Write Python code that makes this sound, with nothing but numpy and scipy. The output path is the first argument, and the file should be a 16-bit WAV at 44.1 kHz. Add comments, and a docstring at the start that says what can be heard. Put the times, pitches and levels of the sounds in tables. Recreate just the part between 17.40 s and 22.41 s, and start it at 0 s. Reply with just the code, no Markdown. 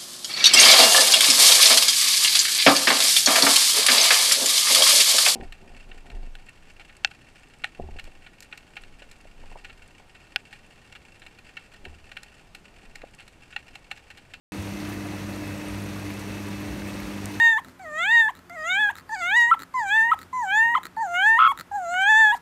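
"""A puppy howls eight short cries, close by in a quiet furnished room.
Each cry is a clean high stack of partials: most dip and rise as the mouth opens, then break at the end.
Clicks ringing the throat make the in-breaths rattle, with hiss and a low puff; narrow noise bands wheeze.
Late on, the voice flutters in quick throbs of tone. Dull echoes, shaped room noise and the wavering
harmonics of a far motor lie underneath."""
import sys
import numpy as np
from scipy import signal
from scipy.fft import rfft, irfft, next_fast_len
from scipy.io import wavfile
from scipy.ndimage import uniform_filter1d

SR = 44100
rng = np.random.default_rng(int(sys.argv[2]) if len(sys.argv) > 2 else 0)


def dump(signal):
    """Clip the signal to [-1, 1] and save it as 16-bit WAV at the path in sys.argv[1]."""
    limited = np.clip(np.atleast_2d(signal).T, -1, 1)
    pcm = np.round(limited * 32767).astype(np.int16)
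    wavfile.write(sys.argv[1], SR, pcm)


N = 221105
CUTOFF_HZ = 16300

# path of each howl: time_s, pitch_hz, level_db, mouth_opening (0-1), upper_mouth_hz, upper_partials_db
HOWLS = [
    [(0.0, 900, -17, 0.73, 3450, -45), (0.012, 927.5, -14.5, 1.0, 3490, -46.5),
     (0.064, 920, -12.9, 1.0, 3475, -46.5), (0.104, 907, -15.5, 0.99, 3457, -46),
     (0.14, 884.6, -20, 0.86, 3410, -52), (0.164, 873, -23.5, 0.65, 3320, -58),
     (0.172, 885, -21.5, 0.8, 3330.0, -58.0)],
    [(0.398, 771, -42.5, 0.39, 3640.0, -71.0), (0.43, 746, -43, 0.03, 4020, -63),
     (0.466, 628, -37, 0.3, 3700, -71), (0.518, 595, -38, 0.26, 3570.0, -61),
     (0.566, 627, -29.5, 0.5, 3750, -52), (0.586, 658, -26.9, 0.6, 3680, -45),
     (0.598, 661, -25, 0.8, 3160, -47.5), (0.634, 712.4, -22.5, 0.98, 3500, -47),
     (0.666, 813, -23, 0.87, 3600, -52), (0.698, 889, -20, 0.71, 3920, -52.5),
     (0.726, 940.4, -15.5, 1.0, 3500.0, -50), (0.774, 933.7, -13.5, 1.0, 3530, -45.0),
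     (0.802, 920.4, -13.4, 1.0, 3530, -44.5), (0.846, 877, -20, 0.86, 3345, -56),
     (0.878, 855, -24.5, 0.72, 3200, -62)],
    [(1.101, 745, -43, 0.46, 3600, -62), (1.105, 678, -40.5, 0.44, 3610.0, -68),
     (1.145, 725, -41.5, 0.23, 4100, -62), (1.173, 639, -35.5, 0.33, 3730, -70),
     (1.189, 624, -34.5, 0.38, 3660, -61), (1.229, 618, -32.5, 0.4, 3680, -58),
     (1.277, 689, -27.5, 0.78, 3100, -42.5), (1.309, 728.5, -22.5, 0.99, 3624, -50),
     (1.345, 759, -22, 0.98, 3610, -47.5), (1.378, 814, -21.5, 0.81, 3480, -55),
     (1.404, 867.6, -20, 0.78, 3550, -54), (1.437, 841, -17.5, 0.98, 3230, -55),
     (1.486, 801, -23.5, 0.91, 2980, -69)],
    [(1.696, 897, -33, 0.37, 3080.0, -67.0), (1.704, 830, -36, 0.42, 3100, -56),
     (1.736, 927, -25.5, 0.37, 3330, -50.0), (1.768, 744, -35.5, 0.55, 4070, -56),
     (1.796, 750, -34.5, 0.52, 4100, -51.5), (1.828, 674.5, -26, 0.79, 3180, -46),
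     (1.9, 751, -24, 0.93, 3600, -54), (1.94, 879, -19.5, 0.67, 3680, -52),
     (1.972, 969.6, -14, 0.97, 3560, -35), (2.024, 948, -15.0, 0.94, 3570, -39.5),
     (2.071, 937, -21, 0.85, 3430, -51.5), (2.1, 973, -22.5, 0.69, 3430.0, -47.5)],
    [(2.344, 1039, -26.8, 0, 3540, -58), (2.36, 1025, -23, 0, 3730, -56.0),
     (2.384, 1016, -23, 0.39, 3650, -54), (2.415, 901, -25, 0.33, 3580.0, -56),
     (2.448, 798, -29, 0.29, 3580, -51.5), (2.488, 768.5, -28, 0.7, 3800, -44.5),
     (2.52, 838, -19.5, 0.82, 3460, -49), (2.56, 891.0, -18.0, 0.67, 3800, -48),
     (2.58, 902, -15, 0.83, 3240, -51), (2.616, 893, -16.5, 0.79, 3280, -48.0),
     (2.664, 923, -21.2, 0.65, 3280, -63), (2.7, 947, -22.5, 0.65, 3150.0, -68)],
    [(2.932, 1021, -28.5, 0.0, 3150.0, -61), (2.964, 1020, -26, 0.0, 3340, -58),
     (3.016, 962, -25.8, 0.07, 3330.0, -52.5), (3.04, 849.0, -25.3, 0.12, 3500.0, -50),
     (3.06, 762, -30.5, 0.28, 3360.0, -55.5), (3.092, 754, -27.5, 0.68, 3300, -57.0),
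     (3.108, 783, -23.5, 0.78, 3360.0, -55.5), (3.128, 812, -21.5, 0.71, 3530, -58),
     (3.16, 870, -18.5, 0.59, 3690, -46), (3.212, 903, -15, 0.77, 3190, -51),
     (3.29, 937, -21, 0.65, 3210, -60.5), (3.338, 948, -24, 0.55, 3160, -66.0)],
    [(3.571, 859, -27, 0.0, 3220.0, -68.0), (3.595, 894.0, -26, 0.0, 3330.0, -63),
     (3.615, 926, -23.5, 0.08, 3430.0, -56.0), (3.627, 882, -23.5, 0.0, 3280, -52.5),
     (3.679, 693.5, -32, 0.24, 3220.0, -54.5), (3.731, 696.6, -28, 0.35, 3150.0, -52),
     (3.755, 703.6, -23, 0.7, 3230, -49.0), (3.819, 778, -19.5, 0.79, 3250, -56),
     (3.875, 880, -14.0, 0.74, 3170, -44.5), (3.93, 904, -15.5, 0.68, 3230, -52),
     (3.959, 913, -17.5, 0.66, 3230, -58), (3.982, 963, -18.5, 0.63, 3360.0, -51)],
    [(4.317, 833, -28.5, 0.0, 3430.0, -69.0), (4.325, 798, -32.5, 0, 3400, -65.0),
     (4.361, 844, -24.5, 0, 3360, -56), (4.409, 730, -30.5, 0.07, 3330.0, -59.5),
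     (4.461, 678, -30.5, 0.27, 3180.0, -54), (4.505, 691.4, -28, 0.26, 3170, -49),
     (4.565, 736.3, -23, 0.67, 3160, -49.5), (4.62, 766.3, -19.5, 0.69, 3310, -45),
     (4.653, 792, -18.9, 0.76, 3310, -52.5), (4.705, 879, -14.5, 0.63, 3690, -44.5),
     (4.729, 864.0, -15.0, 0.65, 3610.0, -43), (4.821, 884, -12, 0.72, 3415, -45.5),
     (4.877, 849.7, -15, 0.74, 3320, -52), (4.91, 828, -18.5, 0.74, 3330.0, -52)],
]
# the break ending each howl, a swell, a flip, a step to a second note, a drop:
# top_s, top_hz, top_db, hold_s, second_note_hz, second_note_db, second_note_s, overtones_db, swell_db
BREAKS = [(.187, 1132, -26.5, .001, 1030, -31.5, 0.00084, -39.5, 3.5),
          (.894, 1070, -25.5, 0.0021, 970, -31.5, 0.00076, -40, 7.5),
          (1.503, 1000, -26.5, 0.00082, 930, -34, 0.00081, -38, 6.5),
          (2.116, 1336, -9.5, 0.022, 1054, -26.5, 0.0012, -35, 1),
          (2.719, 1295, -12.5, 0.013, 1006, -25.5, 0.0016, -36, -3),
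          (3.354, 1307, -13, 0.0025, 1065, -21.5, .017, -32.5, 6),
          (3.991, 1036, -23, 0.0014, 1111, -21, 0.12, -35, -4),
          (4.929, 960, -22, 0.00081, 980, -22, .011, -36, -3.5)]
# colour of the first five partials, mouth nearly shut and wide open: frequency_hz, level_db
SHUT_COLOUR = [(580.0, -2.5), (750.0, -2.3), (950.0, 2.5), (1250.0, -13.5), (1500.0, -17.5),
               (1800.0, -10.5), (2100.0, -19), (2400.0, -43.5), (2750.0, -55), (3100.0, -46),
               (3500.0, -52.5), (3800.0, -48.5), (4200.0, -43), (4700.0, -33.5), (5300.0, -52.5)]
OPEN_COLOUR = [(580.0, -9.5), (750.0, -0.3), (950.0, 0.5), (1250.0, 10.5), (1500.0, 12), (1800.0, 19.5),
               (2100.0, 12), (2400.0, 14.5), (2750.0, -6.5), (3100.0, 9.5), (3500.0, 12.5), (3800.0, -8.5),
               (4200.0, -26), (4700.0, -21.5), (5300.0, -43.5)]
COLOUR_AT_HZ = 3500   # upper mouth resonance at which both colours hold
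# extra loss of partials 1 to 5 per dB the howl sinks below its loudest so far: loss_db_per_db
TIRING = (0.0, 0.065, 0.59, 0.14, 1.0)
# colour of the overtones in a break: frequency_hz, level_db
BREAK_COLOUR = [(1600, 3), (2050, 0.5), (2600, -8), (2950, -10.5), (3250, -1), (3650, -15), (4200, -26.5),
                (5000, -35.5)]
# mouth colour of the partials from the sixth up: frequency_hz, level_db
UPPER_COLOUR = [(2290, -40.5), (3900, -3.5), (4710, -20), (5620, -17), (6480, -1.5), (7000, -1.5),
                (7780, -3), (8810, -24), (9980, -20), (11000, -36.5), (11800, -28), (15000, -34),
                (16000, -78.5)]
# colour of the rough partials: frequency_hz, level_db
RASP_COLOUR = [(3900, -21.5), (4700, -11.5), (5500, -15.5), (6300, -5), (7300, -5.5), (8500, -7),
               (10000, -23.5)]
# colour of the topmost partials: frequency_hz, level_db
SHEEN_COLOUR = [(8500, -25.5), (9500, 1), (10700, -9.5), (12000, -2), (13000, -8), (13900, 1), (15200, -11)]
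# bands of air hissing at the lips: frequency_hz, width_hz, level_db
LIP_BANDS = [(9200, 630, 4), (12400, 1000, -2.5), (13900, 1700, -5), (14900, 400, -3)]
# levels for a howl at 0 dB, and the share of the howl's level swing they follow
RASP_DB, RASP_FOLLOWS = -53, 0.34
HISS_DB, HISS_FOLLOWS = -54.0, 0.6
HISS_OPEN_DB, BREAK_HISS_DB = 6.0, 5.5   # more hiss with the mouth wide open, more air in a break
# from about this pitch (lower once the flip begins) the folds lock to the throat and the overtones tear
TEAR_HZ = 1183
# timing of a break, then the pitch ratio and level gained before the flip's fast last part
SWELL_S, FLIP_S, FLIP_LAST_S, EARLY_RATIO, EARLY_DB = 0.0051, 0.012, .004, 1.1, 5.5
HOLD_SAG_DB_PER_S, STEP_S, UNDERSHOOT = 394.5, 0.0038, 0.94   # the second note starts flat and climbs
DROP_S, DROP_RATIO, DROP_DB, FADE_S, FADE_DB = .006, 0.792, -3.5, .005, -20
BREAK_TOP_DB = -61.5   # upper partials in a break

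# colour of the room noise: frequency_hz, relative_level_db_per_hz
ROOM_COLOUR = [(24, -37), (40, 0.5), (269, -4), (412, -7.5), (542, -8.5), (790, -9.5), (1180, -7.5),
               (1410, -10), (2150, -16.5), (3650, -22.5), (4030, -24), (6330, -25.5), (14500, -29.5),
               (16000, -46)]
ROOM_DB, ROOM_T60_S, ECHO_DB = -55.5, 0.23, -30
WALL_CUT_HZ = 3600   # here the reverb time has shrunk by a factor of 1.4
# harmonics of the motor: frequency_hz, mean_level_db
HUM_HARMONICS = [(88.5, -65.5), (177, -63.5), (265, -64.5), (354, -67.5)]

# rattle clicks of each in-breath: start_s, strike_db
RATTLES = [
    [(.2471, -28.5), (.2846, -34)],
    [(.9522, -31), (.9727, -36), (.9914, -34)],
    [(1.5548, -24.5), (1.5661, -28), (1.5846, -24), (1.5972, -31)],
    [(2.1932, -24.5), (2.202, -25.5), (2.2114, -30), (2.2209, -20.5), (2.2334, -21.5)],
    [(2.79, -24), (2.8153, -27), (2.82, -29), (2.8305, -28)],
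    [(3.4326, -24), (3.4368, -24), (3.4466, -36), (3.4544, -17.5), (3.4676, -22)],
    [(4.1755, -21.5), (4.1886, -22), (4.1975, -18.5), (4.2101, -17)],
]
RATTLE_HZ, RATTLE_RISE_HZ_PER_S = 3840, 13000   # the mouth resonance climbs through each breath
FAINT_RATTLE_DB, FAINT_SPAN_S = -37.5, .055   # two weak clicks fall anywhere in this span
# air drawn in around the cries: centre_s, length_s, hiss_db, puff_db
INBREATHS = [(0.28, 0.19, -60, -51.5), (0.976, 0.091, -69, -53), (1.58, 0.044, -48, -55),
             (2.215, 0.07, -53, -46.5), (2.816, 0.15, -56.5, -56), (3.458, 0.04, -48.5, -46),
             (4.202, 0.05, -48, -42.5), (4.965, 0.049, -47, -67)]
# throat resonances before widening: frequency_hz, width_hz, level_db
THROAT = [(1310, 110, 2), (1907, 240, -3.5), (7330, 600, -17), (9300, 250, -17.5), (11530, 400, -21.5),
          (13700, 300, -16)]
# resonance that moves with the jaw, width before widening: mean_hz, width_hz, level_db
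MOUTH = (3740, 225, -6.5)
# ticks as the folds close or the lips part: start_s, strike_db, mouth_hz
TICKS = [(.394, -39, 4000), (1.097, -30.5, 4830), (1.692, -33, 4570), (2.339, -34, 4500),
         (2.926, -44, 4570), (3.079, -41.5, 3000), (3.565, -38, 4540), (3.742, -27.5, 3000),
         (4.312, -54, 4370), (4.541, -25, 3000)]
# air rasping through the nearly shut mouth: centre_s, length_s, frequency_hz, width_hz, level_db
WHEEZES = [(.43, 0.08, 4530, 220, -62), (1.21, 0.12, 4920, 150, -59), (1.778, 0.24, 4660, 500, -52),
           (1.78, .16, 7700, 900, -57), (2.409, 0.082, 4830, 500, -52.5), (2.422, 0.14, 6960, 900, -56),
           (2.98, 0.11, 6050, 500, -57.5)]

# mouth resonances rung in each throb: frequency_hz, width_hz, level_db
THROB_RINGS = [(1700, 500, -27.5), (2680, 570, -25), (3636, 500, -49)]
THROB_START_S, THROBS_PER_S, THROB_COUNT, THROB_HZ, THROB_DB = 3.993, 120.3, 11, 1307, -7
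THROB_FILL = 1.09   # length of a throb over their spacing
THROB_JITTER_S, THROB_SPREAD_DB, THROB_SPREAD_HZ = .0007, 0.95, 45


def amp(db):
    """Turn dB into gain."""
    return 10 ** (np.asarray(db) / 20)


def rms_one(x):
    """Scale to rms 1."""
    return x / np.sqrt(np.mean(x ** 2) + 1e-20)


def at_hz(points, hz):
    """Read a spectrum on a log-frequency axis."""
    points = np.array(points)
    return np.interp(np.log(hz), np.log(points[:, 0]), points[:, 1])


def drift(rate_hz):
    """Random wander, noise through two equal low-pass poles, rms 1."""
    r = np.exp(-2 * np.pi * rate_hz / SR)
    wander = signal.lfilter([1], [1, -2 * r, r * r], rng.standard_normal(N + 20000))
    return rms_one(wander[20000:])   # skip the filter's start


def resonance(x, hz, width_hz):
    """Two-pole band with gain 1 on top."""
    r = np.exp(-np.pi * width_hz / SR)
    poles = [1, -2 * r * np.cos(2 * np.pi * hz / SR), r * r]
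    return signal.lfilter([(1 - r * r) / 2, 0, (r * r - 1) / 2], poles, x + 1e-18)


def noise_band(air, hz, width_hz):
    """Air through the same resonance twice, for steeper skirts."""
    return resonance(resonance(air, hz, width_hz), hz, width_hz)


def swell(centre_s, length_s):
    """A smooth hump in time, height 1."""
    return np.cos(np.pi * np.clip((np.arange(N) / SR - centre_s) / length_s, -.5, .5)) ** 2


def howl(rows, t):
    """Pitch and levels of a held cry: the first five partials slide through the colour of the mouth."""
    hz, level_db, opening, mouth_hz, top_db = [np.interp(t, rows[:, 0], c) for c in rows.T[1:]]
    # from the third partial up, the colour shifts with the upper mouth resonance
    read_hz = [k * hz * (COLOUR_AT_HZ / mouth_hz if k > 2 else 1) for k in range(1, 6)]
    colour = np.array([(1 - opening) * at_hz(SHUT_COLOUR, f) + opening * at_hz(OPEN_COLOUR, f)
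                       for f in read_hz])
    colour -= np.outer(TIRING, np.maximum.accumulate(level_db) - level_db)
    # the five partials together carry the howl's level
    low_db = level_db + colour - 10 * np.log10(np.sum(amp(colour) ** 2, axis=0))
    smooth_hz = uniform_filter1d(hz, size=450, mode="nearest")   # the held voice bends smoothly
    rasp_db = RASP_DB + RASP_FOLLOWS * level_db
    hiss_db = HISS_DB + HISS_FOLLOWS * level_db + HISS_OPEN_DB * opening
    return np.vstack([smooth_hz, low_db, top_db, rasp_db, hiss_db])


def flip(last, t, top_s, top_hz, top_db, hold_s, low_hz, low_db, length_s, over_db, swell_db):
    """A voice break starting from the last held values: corner times, and the same columns as a howl."""
    steps_s = [-FLIP_S - SWELL_S, SWELL_S, FLIP_S - FLIP_LAST_S, FLIP_LAST_S,
               hold_s / 2, hold_s / 2, STEP_S, length_s, DROP_S, FADE_S]
    corners = top_s + np.cumsum(steps_s)
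    held_hz, held_db = last[:2]
    sag_db, dropped_hz = HOLD_SAG_DB_PER_S * hold_s, DROP_RATIO * low_hz
    hz = np.interp(t, corners, [held_hz, held_hz, min(EARLY_RATIO * held_hz, top_hz), top_hz, top_hz,
                                top_hz, UNDERSHOOT * low_hz, low_hz, dropped_hz, dropped_hz])
    first_db = np.interp(t, corners, [held_db, held_db, held_db + EARLY_DB, top_db, top_db - sag_db / 5,
                                      top_db - sag_db, low_db, low_db, low_db + DROP_DB, low_db + FADE_DB])
    broken = np.interp(t, corners[1:3], [0, 1])   # crossfade from held to broken colour
    fading_db = np.interp(t, corners[-3:], [0, 3 * DROP_DB, FADE_DB])
    swollen_db = np.interp(t, corners[:2], [0, swell_db])
    over = []
    for k, held in enumerate(last[2:6], 2):
        break_db = over_db + at_hz(BREAK_COLOUR, k * hz) + fading_db
        over.append((1 - broken) * (held + swollen_db) + broken * break_db)
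    upper_db = (1 - broken) * last[6] + broken * BREAK_TOP_DB
    rasp_db = last[7] + 0 * t
    return corners, np.array([hz, first_db, *over, upper_db, rasp_db, last[8] + BREAK_HISS_DB * broken])


def stack(phase, hz, spectrum, levels):
    """Partials from the sixth up slide through a fixed spectrum at rms 1, then levels move them."""
    gains = [amp(at_hz(spectrum, k * hz)) * (k * hz < CUTOFF_HZ) for k in range(6, 24)]
    lines = sum(g * levels[k % len(levels)] * np.sin(k * phase + k * k) for k, g in enumerate(gains, 6))
    return lines / np.sqrt(sum(g ** 2 for g in gains) / 2)


def voice(jitter=0.005, waver=.003, shimmer_db=0.33, patchy_db=3.5, attack_s=.006, release_s=0.0069):
    """Regular vocal fold cycles as a harmonic stack, partly rough on top, with air hissing at the lips."""
    t, out = np.arange(N) / SR, np.zeros(N)
    wobble = 1 + jitter * drift(28) + waver * drift(13)
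    shimmer, rough = amp(shimmer_db * drift(44)), drift(260)
    white = rng.standard_normal(N)
    hiss = rms_one(sum(amp(db + 1.9 * drift(12)) * noise_band(white, hz, width)
                       for hz, width, db in LIP_BANDS))
    # the upper partials waver slowly in level, in five independent groups
    patches = [amp(patchy_db * drift(8.5)) for _ in range(5)]
    # uneven cycles smear each upper partial into a band
    grains = [drift(220) for _ in range(4)]
    fine = [drift(60) for _ in range(4)]
    for rows, end in zip(map(np.array, HOWLS), BREAKS):
        start_s = rows[0, 0]
        end_s = end[0] + end[3] + end[6] + STEP_S + DROP_S + FADE_S
        on = slice(max(int((start_s - attack_s) * SR), 0), int(end_s * SR))
        now = t[on]
        held = howl(rows, now)
        last = held[:, np.searchsorted(now, end[0] - FLIP_S - SWELL_S)]
        corners, broken = flip(last, now, *end)
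        hz, *low_db, top_db, rasp_db, hiss_db = np.where(now < corners[0], held, broken)
        phase = 2 * np.pi * np.cumsum(hz * wobble[on]) / SR
        first, *over = [amp(db) * np.sqrt(2) * np.sin(k * phase - k) for k, db in enumerate(low_db, 1)]
        top = amp(top_db) * stack(phase, hz, UPPER_COLOUR, [p[on] for p in patches])
        rasp = amp(rasp_db) * stack(phase, hz, RASP_COLOUR, [g[on] for g in grains])
        sheen = stack(phase, hz, SHEEN_COLOUR, [g[on] for g in fine])
        lips = amp(hiss_db) * (0.99 * sheen + 0.69 * hiss[on])
        # the overtones turn rough at high pitch, from a lower pitch once the flip begins
        torn = np.clip(.08 + .45 * (now > corners[1]) + (hz - TEAR_HZ) / 150, 0, 1)
        overtones = (shimmer[on] * (1 - torn) + torn * rough[on]) * (sum(over) + top)
        attack = np.clip(1 + (now - start_s) / attack_s, 0, 1) ** 2
        release = np.clip((corners[-1] - now) / release_s, 0, 1)
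        out[on] = attack * (shimmer[on] * first + overtones + release * (rasp + lips))
    return out


def echoes(x):
    """Room reflections from sixteen feedback delays, duller on every round."""
    size = next_fast_len(N + SR)
    hz = np.fft.rfftfreq(size, 1 / SR)
    t60 = ROOM_T60_S / np.sqrt(1 + (hz / WALL_CUT_HZ) ** 2)
    lags_s = rng.uniform(0.012, .045, size=16)
    loops = [amp(-60 * lag / t60) * np.exp(-2j * np.pi * hz * lag) for lag in lags_s]
    response = sum((-1) ** k * g / (1 - g) for k, g in enumerate(loops))
    return irfft(rfft(x, size) * response, size)[:N]


def room_noise():
    """Steady random air noise shaped by the room's spectrum."""
    hz = np.fft.rfftfreq(N, 1 / SR) + 1
    shaped = irfft(rfft(rng.standard_normal(N)) * amp(at_hz(ROOM_COLOUR, hz)), N)
    return amp(ROOM_DB) * rms_one(shaped)


def quieter_upper_room(room, loud, depth_db=2.5, split_hz=2400.0):
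    """The room noise and echoes above the split are lower while the puppy is loud."""
    level_db = 10 * np.log10(uniform_filter1d(loud ** 2, size=1500) + 1e-12)
    upper = signal.sosfilt(signal.butter(2, split_hz, "high", fs=SR, output="sos"), room)
    lower = signal.sosfilt(signal.butter(2, split_hz, "low", fs=SR, output="sos"), room)
    cut_db = depth_db * np.clip((level_db + 30.0) / 20.0, 0, 1)
    return lower - upper * amp(-cut_db)   # the minus keeps the bands in phase at the split


def hum(waver_db=4.0, slip_rad=0.66):
    """Harmonics of a far motor, wavering in level and phase."""
    t, out = np.arange(N) / SR, np.zeros(N)
    for hz, db in HUM_HARMONICS:
        level = amp(db + waver_db * drift(7.8)) * np.sqrt(2)
        out += level * np.sin(2 * np.pi * hz * t + slip_rad * drift(2.0))
    return out


def throat(x, widen, mouth_hz):
    """The throat and mouth resonances ring in parallel."""
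    rings = sum((-1) ** k * amp(db) * resonance(x, hz, widen * width)
                for k, (hz, width, db) in enumerate(THROAT))
    return rings + amp(MOUTH[2]) * resonance(x, mouth_hz, widen * MOUTH[1])


def snaps(events, ring_db, crack_db, spray_db, spray_s):
    """Clicks with a dying spray of air behind them ring the throat; each has a short crack."""
    out, t = np.zeros(N), np.arange(2000) / SR
    for (s, db, mouth_hz), air in zip(events, rng.standard_normal((len(events), 2000))):
        blow = (t == 0) + amp(spray_db) * air * np.exp(-t / spray_s)
        ring = amp(ring_db) * throat(blow, 0.93, mouth_hz)
        crack = amp(crack_db) * np.diff(blow, prepend=0)
        at = round(s * SR)
        out[at:at + 2000] += amp(db) * (ring + crack)
    return out


def inbreath(puff_hz=246.0):
    """Soft tissue snaps in the stream of air; hiss and a low puff go with it."""
    hiss = rms_one(throat(rng.standard_normal(N), widen=11.0, mouth_hz=MOUTH[0]))
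    puff = rms_one(resonance(rng.standard_normal(N), puff_hz, 110))
    air = sum(swell(s, length) * (amp(hiss_db) * hiss + amp(puff_db) * puff)
              for s, length, hiss_db, puff_db in INBREATHS)
    rattles = []
    for loud, chance in zip(RATTLES, rng.random((len(RATTLES), 2))):
        start = loud[0][0]
        faint = [(start + FAINT_SPAN_S * c, FAINT_RATTLE_DB) for c in chance]
        rattles += [(s, db, RATTLE_HZ + RATTLE_RISE_HZ_PER_S * (s - start)) for s, db in loud + faint]
    return snaps(rattles, ring_db=24.0, crack_db=-5.5, spray_db=-34.0, spray_s=0.0057) + air


def ticks():
    """Closing folds or parting lips click and ring the throat."""
    return snaps(TICKS, ring_db=25.5, crack_db=-11.0, spray_db=-22.5, spray_s=.002)


def wheezes():
    """Grainy air noise in narrow mouth resonances."""
    air = rng.standard_normal(N) * amp(4.2 * drift(110))
    return sum(amp(db) * swell(s, length) * rms_one(noise_band(air, hz, width))
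               for s, length, hz, width, db in WHEEZES)


def flutter(folds_hz=1093.0, bend=0.045, second_db=-29.0, third_db=-23.0):
    """Throbs of tone on the throat resonance; fold overtones swell and bend in each, with rough air."""
    t, air = np.arange(N) / SR, rng.standard_normal(N)
    late, louder, higher = rng.standard_normal((THROB_COUNT, 3)).T
    s = THROB_START_S + np.arange(THROB_COUNT) / THROBS_PER_S + THROB_JITTER_S * late
    hz = THROB_HZ + THROB_SPREAD_HZ * higher
    peaks = amp(THROB_DB + THROB_SPREAD_DB * louder)
    shake = sum(peak * swell(at, THROB_FILL / THROBS_PER_S) ** .7 for at, peak in zip(s, peaks))
    tone = np.sin(2 * np.pi * np.cumsum(np.interp(t, s, hz)) / SR)
    rising = np.gradient(uniform_filter1d(shake, size=60))
    bent_hz = folds_hz * (1 + bend * rising / rising.max() + 0.022 * drift(60))
    folds = 2 * np.pi * np.cumsum(bent_hz) / SR
    overtones = amp(second_db) * np.sin(2 * folds) + amp(third_db) * np.sin(3 * folds)
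    rings = sum(amp(db) * rms_one(noise_band(air, ring_hz, width)) for ring_hz, width, db in THROB_RINGS)
    return shake * (tone + overtones + rings)


def scene():
    """Puppy, its echoes, room noise and hum."""
    steady = 1 - .6 * swell(4.035, .1) ** .3   # the steady tone gives way while the throat flutters
    puppy = steady * voice() + inbreath() + ticks() + wheezes() + flutter()
    room = amp(ECHO_DB) * echoes(puppy) + room_noise()
    return (puppy + quieter_upper_room(room, puppy) + hum())[None]


def record(dry):
    """The deepest bass and the top are cut."""
    dry = signal.sosfilt(signal.butter(3, 36, "high", fs=SR, output="sos"), dry)
    return signal.sosfilt(signal.cheby2(12, 50, CUTOFF_HZ, fs=SR, output="sos"), dry)


dry = scene()
out = record(dry)
dump(out)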